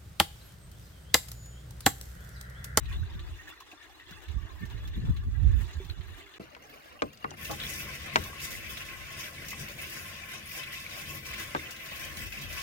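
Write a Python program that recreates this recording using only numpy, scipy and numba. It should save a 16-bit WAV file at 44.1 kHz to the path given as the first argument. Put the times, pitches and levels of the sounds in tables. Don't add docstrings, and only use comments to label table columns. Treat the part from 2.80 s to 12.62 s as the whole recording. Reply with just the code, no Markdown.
import sys
import numpy as np
from scipy import signal
from scipy.fft import rfft, irfft
from scipy.io import wavfile
from scipy.ndimage import uniform_filter1d
from numba import njit

SR = 44100
rng = np.random.default_rng(int(sys.argv[2]) if len(sys.argv) > 2 else 0)


def persist_wave(psi):
    counts = np.round(np.clip(psi, -1, 1) * 32767).astype(np.int16)
    wavfile.write(sys.argv[1], SR, np.atleast_2d(counts).T)


def volts_from_db(level):
    exponent = np.asarray(level, float) / 20
    return 10 ** exponent


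N = 433062
PORTS = np.array([[1], [-1]])
BREAK_START_S, BREAK_END_S = 3.583, 3.597
POUR_START_S = 4.55

# time_s, froth_level_db
SPRING_FLOW = [(0, -55.5), (.85, -57.5), (1.05, -56.5), (1.25, -61.5), (1.35, -53.5), (1.6, -56.5),
               (2.75, -57), (2.95, -54), (3.58, -56)]
SLOSH_FLOW = [(3.6, -55.5), (3.8, -56), (4.2, -56.5), (4.55, -56)]
POUR_FLOW = [(4.55, -49), (4.64, -48.5), (4.7, -48), (4.84, -43), (5.1, -46), (5.3, -45), (5.95, -46.5),
             (6.2, -46), (7.0, -45.5), (7.55, -48), (8.2, -46), (8.55, -43.5), (9.0, -47.5), (9.82, -43.5)]
# frequency_hz, density_db (per Hz)
SPRING_FROTH = [(140, -53), (240, -13), (280, 3), (367, -3), (493, -15.5), (1150, -5.5), (1270, -11),
                (1880, -9.5), (7000, -18), (9100, -64), (15400, -120)]
SPRING_SPRAY = [(2940, 8), (5000, -7), (7100, -1), (11700, -9.5), (12900, -2.5), (14600, -5.5), (16000, -2)]
SLOSH_FROTH = [(140, -49), (240, 0), (382, -14), (592, -5), (971, -14.5), (1060, -8), (1710, -10),
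               (2300, -10.5), (7000, -24.5), (9100, -52), (15400, -120)]
SLOSH_SPRAY = [(2940, -8), (5000, -10), (6730, -19), (7490, -15), (12400, -13), (16000, -11)]
POUR_FROTH = [(140, -42), (240, -0.5), (388, -13.5), (627, -8), (940, -11), (1070, -8.5), (1290, -8.5),
              (2050, 0.5), (3100, -3), (3800, -5), (4450, -11.5), (5510, -13.5), (7000, -16), (9100, -10),
              (15400, -120)]
POUR_SPRAY = [(2940, -55), (4500, -5.5), (5000, 5.5), (5610, 6), (7350, -2.5), (9970, 1), (11100, 0),
              (12600, 1.5), (15600, 0.5)]
# centre_hz, width_hz, peak_db
TROUGH = [(380, 120, -6.5), (1160, 140, -6.5), (1764, 490, -2), (2750, 590, -6.5), (3500, 170, 0.5),
          (3950, 320, -7)]
BOTTLE = [(2050, 270, -14), (2800, 210, -9)]
TANK = [(592, 19, -20), (1073, 45, -2.5), (1365, 44, -2.5), (1550, 87, -7), (1990, 28, 2), (2370, 38, 6),
        (2607, 107, 4.5), (3390, 14.5, 5)]
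TANK_NOTE = 1095, 25, -16.5
# frequency_hz, density_db (per Hz)
NOTE_FLOOR = [(100, -54), (10000, -66)]
# centre_hz, width_hz, peak_db
TANK_AIR = [(80, 24, 2.5), (142, 25.6, 2.5), (211, 25.5, -2.5)]
# frequency_hz, density_db (per Hz)
TANK_LOW = [(15, -22), (25, -4.5), (71, -1), (140, -7.5), (214, -10), (253, -14), (420, -17), (550, -17),
            (920, -120)]
# frequency_hz, density_db (per Hz)
RUMBLE = [(12, -7), (20, -8.5), (47, 1.5), (80, -0.5), (100, -4.5), (160, -34.5), (210, -43), (350, -120)]
FLUTTER = [(71, -35), (120, 7.5), (151, 2), (269, -9.5), (420, -21.5), (600, -39.5), (780, -82),
           (1320, -120)]
# frequency_hz, density_db (per Hz)
BURST_BODY = [(600, -49), (1200, 1.5), (2500, 7.5), (4000, 10.0), (6000, -36)]
BURST_SPRAY = [(2500, -7), (4500, 9.5), (6500, 11.0), (8000, 1.0), (15500, 5.5)]
PATCH_EDGES = [600, 1300, 2200, 3400, 4800, 7000, 9500, 12500]
# frequency_hz, t60_s
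WALL = [(120, 0.035), (300, 0.16), (700, 0.073), (1500, 0.042), (3500, 0.016), (8000, 0.034)]
# start_s, peak_db (left port), pitch_hz, spread_octaves, thump_db (of the load)
POPS = [(3.599, -29.5, 326, 0.97, -15), (3.7497, -29.5, 2260, 0.79, -51), (3.766, -34.5, 900, 1.5, -40),
        (4.2208, -8.5, 1270, 1.4, -6), (4.331, -41, 6540, 0.84, -53), (4.374, -37, 5000, 0.78, -27),
        (4.4431, -23.5, 1880, 0.34, -9), (4.4452, -15, 1180, 0.55, -11), (4.5069, -29, 6030, 0.88, -33),
        (4.515, -32.5, 700, 0.94, -6), (5.3585, 2, 1650, 1.5, -20.5), (8.7495, -12, 1090, 0.99, -9),
        (8.7545, -30.5, 1300, 1.1, -28), (8.7622, -19.5, 1580, 0.61, -17)]
# start_s, level_db, pitch_hz, t60_s
KNOCKS = [(0.931, -44, 315, 0.063), (1.312, -41.5, 177, 0.081), (3.001, -36.5, 383, 0.11),
          (3.054, -40, 145, 0.071)]
# start_s, strength_db (before sharing between ports), pitch_hz
GURGLES = [(0.128, -33.5, 1550), (0.225, -34, 1610), (0.76, -37, 1870), (1.09, -41, 764), (3.41, -37, 2080),
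           (3.465, -37, 2060), (3.49, -40, 2050), (7.656, -28, 10000), (0.3894, -35, 3720),
           (0.673, -29, 1720), (0.72, -35, 1350), (0.807, -33.5, 1030), (0.9146, -30.5, 2580),
           (0.92, -38, 740), (1.197, -30, 1890), (1.215, -34, 1840), (1.3224, -31, 1500),
           (1.9005, -39.5, 940), (2.1394, -27.5, 3500), (3.0984, -24, 3970), (3.5394, -34, 2950),
           (3.818, -43, 2100), (3.83, -39, 1970), (3.92, -39, 2500), (3.9394, -37, 2310), (3.97, -37, 2800),
           (4.153, -38, 1930), (4.1914, -29, 2800), (4.6498, -21, 2700), (4.81, -17, 3400),
           (4.85, -16, 3360), (5.055, -33, 2060), (5.1415, -23, 2130), (5.065, -31.5, 1095),
           (5.45, -33, 1080), (5.53, -31.5, 1090), (8.6, -30, 1120), (9.765, -34, 1090),
           (5.7329, -22, 1990), (5.89, -23, 3420), (6.088, -26, 2370), (6.432, -23, 3500),
           (6.46, -26, 2180), (6.58, -25, 2150), (6.7178, -19, 2090), (6.728, -27, 1090),
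           (6.8646, -24, 2640), (7.0284, -26, 2060), (7.436, -24, 2400), (7.7114, -22, 2320),
           (7.8314, -24, 2520), (7.868, -25, 2450), (7.93, -30, 1950), (8.0501, -23, 2240),
           (8.1147, -25, 2500), (8.466, -28, 5440), (8.53, -21, 2100), (8.543, -25, 2630),
           (8.792, -23, 2080), (8.855, -24, 2750), (8.963, -31, 1930), (9.128, -24, 2550),
           (9.5205, -23, 2570), (9.574, -22, 2610)]
# start_s, body_peak_db, spray_rms_db
BURSTS = [(0.056, -41, -61), (0.127, -40.5, -67), (0.3936, -41, -59), (0.803, -44, -50), (0.9143, -50, -56),
          (1.025, -47, -65), (1.198, -47.5, -74), (1.309, -45, -51.5), (1.484, -42, -57.5),
          (1.854, -58, -52.5), (1.9, -42.5, -60), (2.0748, -45, -50.5), (2.366, -40.5, -56),
          (2.8414, -46, -67), (3.047, -47, -53), (3.0975, -39.5, -73), (3.21, -41, -67),
          (3.383, -45.5, -59), (3.539, -43, -69), (4.648, -38, -40), (4.711, -38, -34.5), (4.8, -29, -47),
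          (4.835, -30.5, -49), (5.438, -36, -39), (5.602, -51, -42), (5.971, -30.5, -47), (6.327, -48, -47),
          (6.404, -52, -41), (6.684, -51, -36), (6.705, -53, -38.5), (6.7894, -46, -49), (7.0694, -52, -48),
          (7.785, -54, -45), (7.832, -33, -59), (8.212, -46, -42.5), (7.9995, -51, -44), (8.537, -37, -42),
          (8.854, -56, -88), (8.908, -58, -38), (8.963, -38, -47), (9.06, -42, -45), (8.765, -39, -58),
          (9.118, -42, -64), (9.159, -44, -48), (9.37, -38, -39), (9.521, -42, -45), (9.612, -47, -48),
          (9.7255, -51, -39.5)]
# time_s, rumble_db, left_minus_right_db
WIND = [(0, -41.5, 4), (.2, -37, -2.5), (.5, -49.5, 12), (.75, -70, 11), (1.35, -62, 1), (1.47, -51.5, 3),
        (1.75, -47, -8), (1.95, -38, -9), (2.1, -40.5, -10), (2.3, -39, 7), (2.52, -31.5, -8),
        (2.59, -41, -19), (2.68, -27, -1.5), (2.82, -32, -4), (2.92, -50, -6), (3.05, -48, -11),
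        (3.2, -51, -10), (3.45, -64, -5), (3.58, -78, -23), (5.3, -80, -12), (5.7, -53.5, 12),
        (6.3, -62, 6), (7.0, -81, -8), (8.95, -85, -8), (9.2, -53.5, 11), (9.82, -50, 5)]
# centre_s, left_db, right_db, flutter_db (over rumble)
BUFFETS = [(.11, -41, -48, -33), (.22, -41, -29, -17), (.36, -33, -40, -12), (.53, -37, -36, -32),
           (1.5, -48, -29, -23), (1.568, -37, -22.5, -15), (1.642, -83, -28.5, -13), (1.835, -51, -40, 10),
           (1.95, -47, -46, 3.5), (2.182, -29, -37, 1), (2.24, -40, -37.5, 8), (2.297, -16, -21.5, -11),
           (2.39, -36, -55, -17), (2.475, -30, -28, -7), (2.655, -43, -21, -28), (2.973, -39, -27, -18),
           (3.11, -41, -29.5, -17), (3.19, -48, -33, -12), (3.3, -53, -42, -21)]
# centre_s, half_length_s, spray_lift_db, boom_lift_db
SURGES = [(4.705, 0.059, 7, 7.5), (4.9, 0.042, 6.5, 1), (5.01, 0.053, 5.5, 6.5), (5.306, 0.022, -13, -12),
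          (5.393, 0.094, 3.5, 12.5), (5.639, 0.015, 9, 7), (5.92, 0.057, 6.5, 5), (6.424, 0.044, 6.5, 1),
          (6.69, 0.052, 4.5, 5.5), (6.813, 0.023, 8, 7.5), (7.212, 0.1, 3, 3.5), (7.533, 0.025, 0.5, 3),
          (7.726, 0.028, 9.5, -1), (7.956, 0.044, 1.5, -3), (8.35, 0.039, 5.5, 3.5), (8.557, 0.16, 0.5, 3),
          (8.93, 0.028, 2, -17), (9.017, 0.037, 0, -10), (9.412, 0.037, 6, 7), (9.478, 0.014, -1, 0),
          (9.773, 0.03, 6.5, 0)]
# centre_s, level_change_db
LULLS = [(4.62, -2), (5.67, -3), (6.19, -1), (6.665, -3), (6.94, -4.5), (7.4, 0.5), (7.67, 2), (8.25, -3),
         (8.42, -5.5), (8.7, -0.5), (9.49, -7), (9.69, -4.5)]
# start_s, rms_db, length_s
PLUNGES = [(4.696, -36, 0.043), (9.117, -47.5, 0.029)]
# pitch_hz, level_db, t60_s
TANK_MODES = [(212, -7, 0.05), (330, -8, 0.19), (517, -11, 0.042), (635, 2, 0.018), (816, -8, 0.07),
              (1090, -2, 0.042), (1280, -25, 0.071), (2194, -16, 0.033)]


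def table(rows):
    s, *columns = np.transpose(rows)
    return [np.interp(np.arange(N) / SR, s, c) for c in columns]


def unit(x):
    return x / np.sqrt(np.mean(x ** 2))


def colour(x, points, peaks=(), under_db=0):
    n = 2 ** 14
    f = np.maximum(np.arange(n // 2 + 1) * SR / n, 1)
    hz, db = np.transpose(points)
    power = volts_from_db(2 * (np.interp(np.log(f), np.log(hz), db) + under_db))
    for centre_hz, width_hz, peak_db in peaks:
        power = power + volts_from_db(2 * peak_db) / (1 + (2 * (f - centre_hz) / width_hz) ** 2) ** 2
    cepstrum = irfft(np.log(power + 1e-9) / 2, n)
    cepstrum[1:n // 2] *= 2
    cepstrum[n // 2 + 1:] = 0
    response = irfft(np.exp(rfft(cepstrum)), n)[None, :n // 2]
    return unit(signal.oaconvolve(x, response, axes=1)[:, :N])


def walk(rate, channels=1):
    k = int(SR / rate)
    steps = np.repeat(rng.standard_normal((channels, N // 100))[:, :N // k + 1], k, axis=1)
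    return unit(uniform_filter1d(uniform_filter1d(steps, k), k)[:, :N])


def bumps(times, widths, heights):
    t = np.arange(0, N, 32) / SR
    bells = np.exp(-.5 * ((t - np.c_[times]) / np.c_[widths]) ** 2)
    return np.interp(np.arange(N) / SR, t, heights @ bells)


def fading(hits, fall_s):
    return signal.lfilter([1], [1, -np.exp(-1 / (fall_s * SR))], hits)


def pair(shared, own, likeness, lag_s):
    f = np.arange(N // 2 + 1) * SR / N
    lagged = irfft(rfft(shared) * np.exp(-1j * np.pi * f * lag_s * -PORTS), N)
    likeness = np.clip(likeness, 0, 1)
    return np.sqrt(likeness) * lagged + np.sqrt(1 - likeness) * own


def patchy(x, depth_db, rate):
    swells = volts_from_db(depth_db * walk(rate, channels=len(PATCH_EDGES) + 1))
    out = 0
    for hz, swell in zip(PATCH_EDGES, swells):
        low = signal.sosfiltfilt(signal.butter(2, hz, fs=SR, output="sos"), x)
        out = out + swell * low
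        x = x - low
    return out + swells[-1] * x


def wind():
    eddy_s, between_flutter_db = 0.013, -17.5
    rumble_db, pan_db = table(WIND)
    s, left_db, right_db, flutter_db = np.transpose(BUFFETS)
    rumble = colour(rng.standard_normal((2, N)), RUMBLE)
    rumble = unit(rumble / (np.abs(signal.hilbert(rumble)) + 1.9))
    flutter = colour(rng.standard_normal((2, N)), FLUTTER) * volts_from_db(1.6 * walk(29.3, channels=2))
    steady = np.sqrt(2) * volts_from_db(rumble_db + pan_db * PORTS / 2 + 4.16 * walk(13, channels=2))

    def eddies(over_db):
        return np.array([bumps(s, eddy_s + 0 * s, volts_from_db(db + over_db)) for db in (left_db, right_db)])

    flutter_gain = volts_from_db(between_flutter_db) * steady + eddies(flutter_db)
    return (steady + eddies(0)) * rumble + flutter_gain * flutter


def knocks():
    out, t = np.zeros(N), np.arange(SR // 4) / SR
    for s, level_db, hz, t60 in KNOCKS:
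        i = int(s * SR)
        tone = np.sin(2 * np.pi * hz * t) * 1000 ** (-t / t60)
        out[i:i + len(t)] += volts_from_db(level_db) * tone * (1 - np.exp(-t / 0.00059))
    return out


@njit
def rings(start, hz, cycles, glide, rise, size, n):
    out = np.zeros(n)
    for k in range(len(start)):
        z, w, late = size[k] + 0j, 2 * np.pi * hz[k] / SR, 1.
        life = cycles[k] * SR / hz[k]
        p, turn, fade = np.exp(1j * w - 1 / life), np.exp(1j * w * glide[k] / life), np.exp(-1 / (rise * life))
        for i in range(start[k], min(start[k] + int(4 * life), n)):
            out[i] += z.imag * (1 - late)
            z, p, late = z * p, p * turn, late * fade
    return out


def bubbles(span, cycles, spread_db, patchy_db, count, low_hz=301.5, high_hz=7045.0):
    when, pitch, life, size, glide = rng.random((int(count * (span[1] - span[0])), 5)).T
    start = (SR * (span[0] + when * (span[1] - span[0]))).astype(int)
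    swarm = walk(25, channels=9)[(9 * pitch).astype(int), start]
    hz = low_hz * (high_hz / low_hz) ** pitch
    size = volts_from_db(spread_db * np.minimum(-np.log(1 - size), 3) + patchy_db * swarm)
    cycles = cycles * np.sqrt(hz / 1000) * (0.56 + life)
    out = rings(start, hz, cycles, 0.0351 * glide, 0.23, size * hz ** 0.5, N)
    return out / np.std(out[start.min():start.max()])


def lulls():
    s, db = np.transpose(LULLS)
    return bumps(s, 0.025 + 0 * s, db)


def water(flow, spray_db, surges, froth, spray, resonances, cycles, bubble_share, spread_db, patchy_db,
          flicker_db, likeness, lag_s, pan_db, count):
    froth_db, = table(flow)
    if surges:
        s, width, lift_db, _ = np.transpose(surges)
        spray_db = spray_db + bumps(s, width, lift_db)
        froth_db = froth_db + 0.1 * bumps(s + 0.0088, width, lift_db) + lulls()
    span = flow[0][0], min(flow[-1][0], (N - 1) / SR)
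    inside = slice(int(span[0] * SR), int(span[1] * SR))

    share = np.clip(bubble_share, 0, 1)
    air = np.array([bubbles(span, cycles, spread_db, patchy_db, count) for _ in range(3)])
    churn = np.sqrt(share) * air + np.sqrt(1 - share) * rng.standard_normal((3, N))
    beat = volts_from_db(flicker_db * walk(30))
    spatters_per_s, spatter_s = 14.0, 0.044
    lumps = (rng.random(N) < spatters_per_s / SR) * (.5 + rng.random(N))
    spatter = fading(lumps, spatter_s)
    beat = beat * (1 + 0.34 * spatter)
    body = colour(pair(churn[0], churn[1:], likeness, lag_s) * beat, froth, resonances, under_db=-1.0)

    drops = np.array([bubbles(span, 16.3, 1.5, 3.4, count, low_hz=3992.0, high_hz=15480.0) for _ in range(2)])
    hiss = rng.standard_normal((2, N)) * volts_from_db(3.9 * walk(300, channels=2))
    spits_per_s, spit_s = 17, 0.0032
    spits = (rng.random((2, N)) < spits_per_s / SR) * rng.exponential(size=(2, N))
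    hiss = hiss * (1 + 0.32 * fading(spits, spit_s))
    mist = colour((0.92 * drops + hiss) * beat * (1 + 0.28 * spatter), spray)

    gain = np.sqrt(2) * volts_from_db(froth_db + pan_db * PORTS / 2)
    return gain * (body / np.std(body[:, inside]) + volts_from_db(spray_db) * mist)


def spring():
    return water(SPRING_FLOW, -7, [], SPRING_FROTH, SPRING_SPRAY, TROUGH, cycles=16.6, bubble_share=0.48,
                 spread_db=3.2, patchy_db=3.3, flicker_db=1.0, likeness=0.36, lag_s=0.000094, pan_db=0.22,
                 count=600)


def slosh():
    return water(SLOSH_FLOW, -10.5, [], SLOSH_FROTH, SLOSH_SPRAY, BOTTLE, cycles=9.9, bubble_share=0.45,
                 spread_db=4.8, patchy_db=2.8, flicker_db=0.67, likeness=0.43, lag_s=0.000443, pan_db=0.76,
                 count=700)


def pops():
    lag_s, lean_db = 0.00023, 4.5
    phase_turn, phase_scatter = 0.85, 1
    shadow_hz = 2830
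    crackle_cycles = 3.63
    belly_over_thump_db, belly_t60_s, belly_turn = 17.5, 0.034, 2.9
    out, t = np.zeros((2, N)), np.arange(SR // 5) / SR
    late = np.maximum(t - lag_s, 0)
    wall_hz, wall_t60 = np.transpose(WALL)
    shadow = signal.butter(2, shadow_hz, fs=SR, output="sos")
    for s, peak_db, centre_hz, octaves, thump_db in POPS:
        nudge, strike, side = rng.standard_normal((3, 64, 1))
        hz = np.geomspace(100, 9000, len(nudge))[:, None] * (1 + 0.017 * nudge)
        t60 = np.interp(np.log(hz), np.log(wall_hz), wall_t60)
        snap = volts_from_db(-6.0 * np.abs(np.log2(hz / centre_hz) / octaves) ** 1.5)
        thump = volts_from_db(thump_db - 3.6 * np.log2(hz / 440) ** 2) * np.sign(nudge) * (1 - np.exp(-t / 0.0016))
        turn = (phase_turn + phase_scatter * side) * (1 - np.exp(-late * hz))
        waves = np.sin([2 * np.pi * hz * t, 2 * np.pi * hz * late - turn])
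        modes = volts_from_db(2 * strike) * waves * 1000 ** (-t / t60)
        thin = signal.butter(2, 0.7 * centre_hz, "high", fs=SR, output="sos")
        ring = signal.sosfilt(thin, (snap * modes).sum(axis=1)) + (thump * modes).sum(axis=1)

        belly_hz = 448 + 33 * (s - 4.2)
        belly = np.sin(2 * np.pi * belly_hz * np.array([t, late]) - belly_turn * (1 - PORTS) / 2)
        belly = belly * 1000 ** (-t / belly_t60_s) * (1 - np.exp(-t / 0.00082))
        ring = ring + volts_from_db(thump_db + belly_over_thump_db) * belly

        crackle_s = crackle_cycles / centre_hz
        crackle = rng.standard_normal(len(t)) * (rng.random(len(t)) < .04)
        crackle = crackle * np.exp(-t / max(crackle_s, 1e-3))
        crackle[0] = 1 + 0.0019 / max(crackle_s, .002)
        push = np.convolve(crackle, np.hanning(7))[:len(t)]
        pop = signal.fftconvolve(ring, push[None])[:, :len(t)]
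        pop[1] = signal.sosfilt(shadow, pop[1])
        pop *= volts_from_db(peak_db + lean_db * (PORTS - 1) / 2) / np.abs(pop).max(axis=1, keepdims=True)
        i = int(s * SR)
        out[:, i:i + len(t)] += pop
    return out


def noise_bursts():
    jump = np.zeros((2, 1, N))
    for s, body_db, spray_db in BURSTS:
        jump[:, 0, int(s * SR)] = volts_from_db(body_db) / 2, volts_from_db(spray_db)
    body, spray = fading(jump, 0.014)
    body = body * colour(rng.standard_normal((2, N)), BURST_BODY)
    return body + spray * colour(rng.standard_normal((2, N)), BURST_SPRAY)


def gurgles():
    s, strength_db, hz = np.repeat(GURGLES, repeats=4, axis=0).T
    delay, detune = rng.random((len(s), 2)).T
    start = ((s + 0.02 * delay ** 2) * SR).astype(int)
    pitch_hz = hz * (0.972 + 0.072 * detune)
    out = rings(start, pitch_hz, 3.4 * np.sqrt(hz / 1000), 0.0072 + 0 * hz, 0.33, volts_from_db(strength_db), N)
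    return pair(out, np.zeros((2, N)), 0.16, 0.0001)


def boom(pouring):
    over_froth_db, idle_db = -7, -70
    jolt_db, jolt_share, jolt_rise_s, jolt_fall_s = -44, 0.37, 0.0092, 0.11
    s, width, _, lift_db = np.transpose(SURGES)
    drive = pouring * volts_from_db(table(POUR_FLOW)[0] + over_froth_db + bumps(s, width, lift_db)) + volts_from_db(idle_db)
    t = np.arange(N) / SR
    for s, peak_db, _, _, thump_db in POPS:
        since = np.maximum(t - s, 0)
        jolt = np.minimum(since / jolt_rise_s, 1) * np.exp(-since / jolt_fall_s)
        drive = drive + volts_from_db(jolt_db + jolt_share * (peak_db + thump_db)) * jolt
    noise = rng.standard_normal((3, N)) * volts_from_db(1.4 * walk(15))
    low = colour(pair(noise[0], noise[1:], 0.96, 0.000097), TANK_LOW, TANK_AIR, under_db=1.5)
    return drive * volts_from_db(1.7 * PORTS) * low


def tank_note(pouring):
    hz, width, over_db = TANK_NOTE
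    noise = rng.standard_normal((3, N)) * volts_from_db(4.3 * walk(14))
    note = colour(pair(noise[0], noise[1:], 0.9, 0.00024), NOTE_FLOOR, [(hz, width, 0)])
    return pouring * volts_from_db(table(POUR_FLOW)[0] + over_db + lulls() + 3.4 * PORTS) * note


def plunges():
    out, t = np.zeros((2, N)), np.arange(SR // 5) / SR
    ring = sum(volts_from_db(db) * np.sin(2 * np.pi * hz * t) * 1000 ** (-t / t60) for hz, db, t60 in TANK_MODES)
    for s, db, length in PLUNGES:
        rush = rng.standard_normal((3, len(t))) * (t < length) * np.exp(-t / length)
        sound = signal.fftconvolve(rush[0] + 1.4 * rush[1:], ring[None])[:, :len(t)]
        i = int(s * SR)
        out[:, i:i + len(t)] += volts_from_db(db) * sound / np.std(sound[:, t < length])
    return out


def echo(x):
    wall_share, t60_s = 0.3, 0.09
    t = np.arange(SR // 8) / SR
    tails = rng.standard_normal((2, len(t))) * 1000 ** (-t / t60_s)
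    modes = rfft(tails)
    tails = irfft(modes / np.sqrt(2 * uniform_filter1d(np.abs(modes) ** 2, size=30)), len(t))
    wet = signal.oaconvolve(x.sum(axis=0, keepdims=True), tails, axes=1)[:, :N]
    share = np.clip(wall_share, 0, 1)
    return np.sqrt(1 - share) * x + np.sqrt(share) * wet


def pour():
    stream = water(POUR_FLOW, -8, SURGES, POUR_FROTH, POUR_SPRAY, TANK, cycles=14.2, bubble_share=0.56,
                   spread_db=1.34, patchy_db=2.0, flicker_db=0.84, likeness=0.26, lag_s=0.00017, pan_db=2.3,
                   count=1700)
    return echo(stream)


def scene():
    t = np.arange(N) / SR
    pouring = np.clip((t - POUR_START_S) / 0.053, 0, 1)
    outdoors, indoors = t < BREAK_START_S, t >= BREAK_END_S
    trough_water = spring()
    van_water = (1 - pouring) * slosh() + pouring * pour()
    flowing = patchy(np.where(indoors, van_water, trough_water), 2.16, 24)
    everywhere = flowing + noise_bursts() + gurgles() + wind()
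    van = boom(pouring) + tank_note(pouring) + plunges() + pops()
    return (outdoors | indoors) * everywhere + outdoors * knocks() + indoors * van


def band_limit(x):
    return signal.sosfilt(signal.butter(12, 16620, fs=SR, output="sos"), x)


def record(dry):
    ceiling = 1.25
    rounded = ceiling * np.tanh(dry / ceiling)
    bass_cut = signal.butter(2, 41, "high", fs=SR, output="sos")
    top_cut = signal.ellip(8, .2, 60, 15850, fs=SR, output="sos")
    mix = signal.sosfilt(np.vstack([bass_cut, top_cut]), rounded)
    return band_limit(mix)


dry = scene()
out = record(dry)
persist_wave(out)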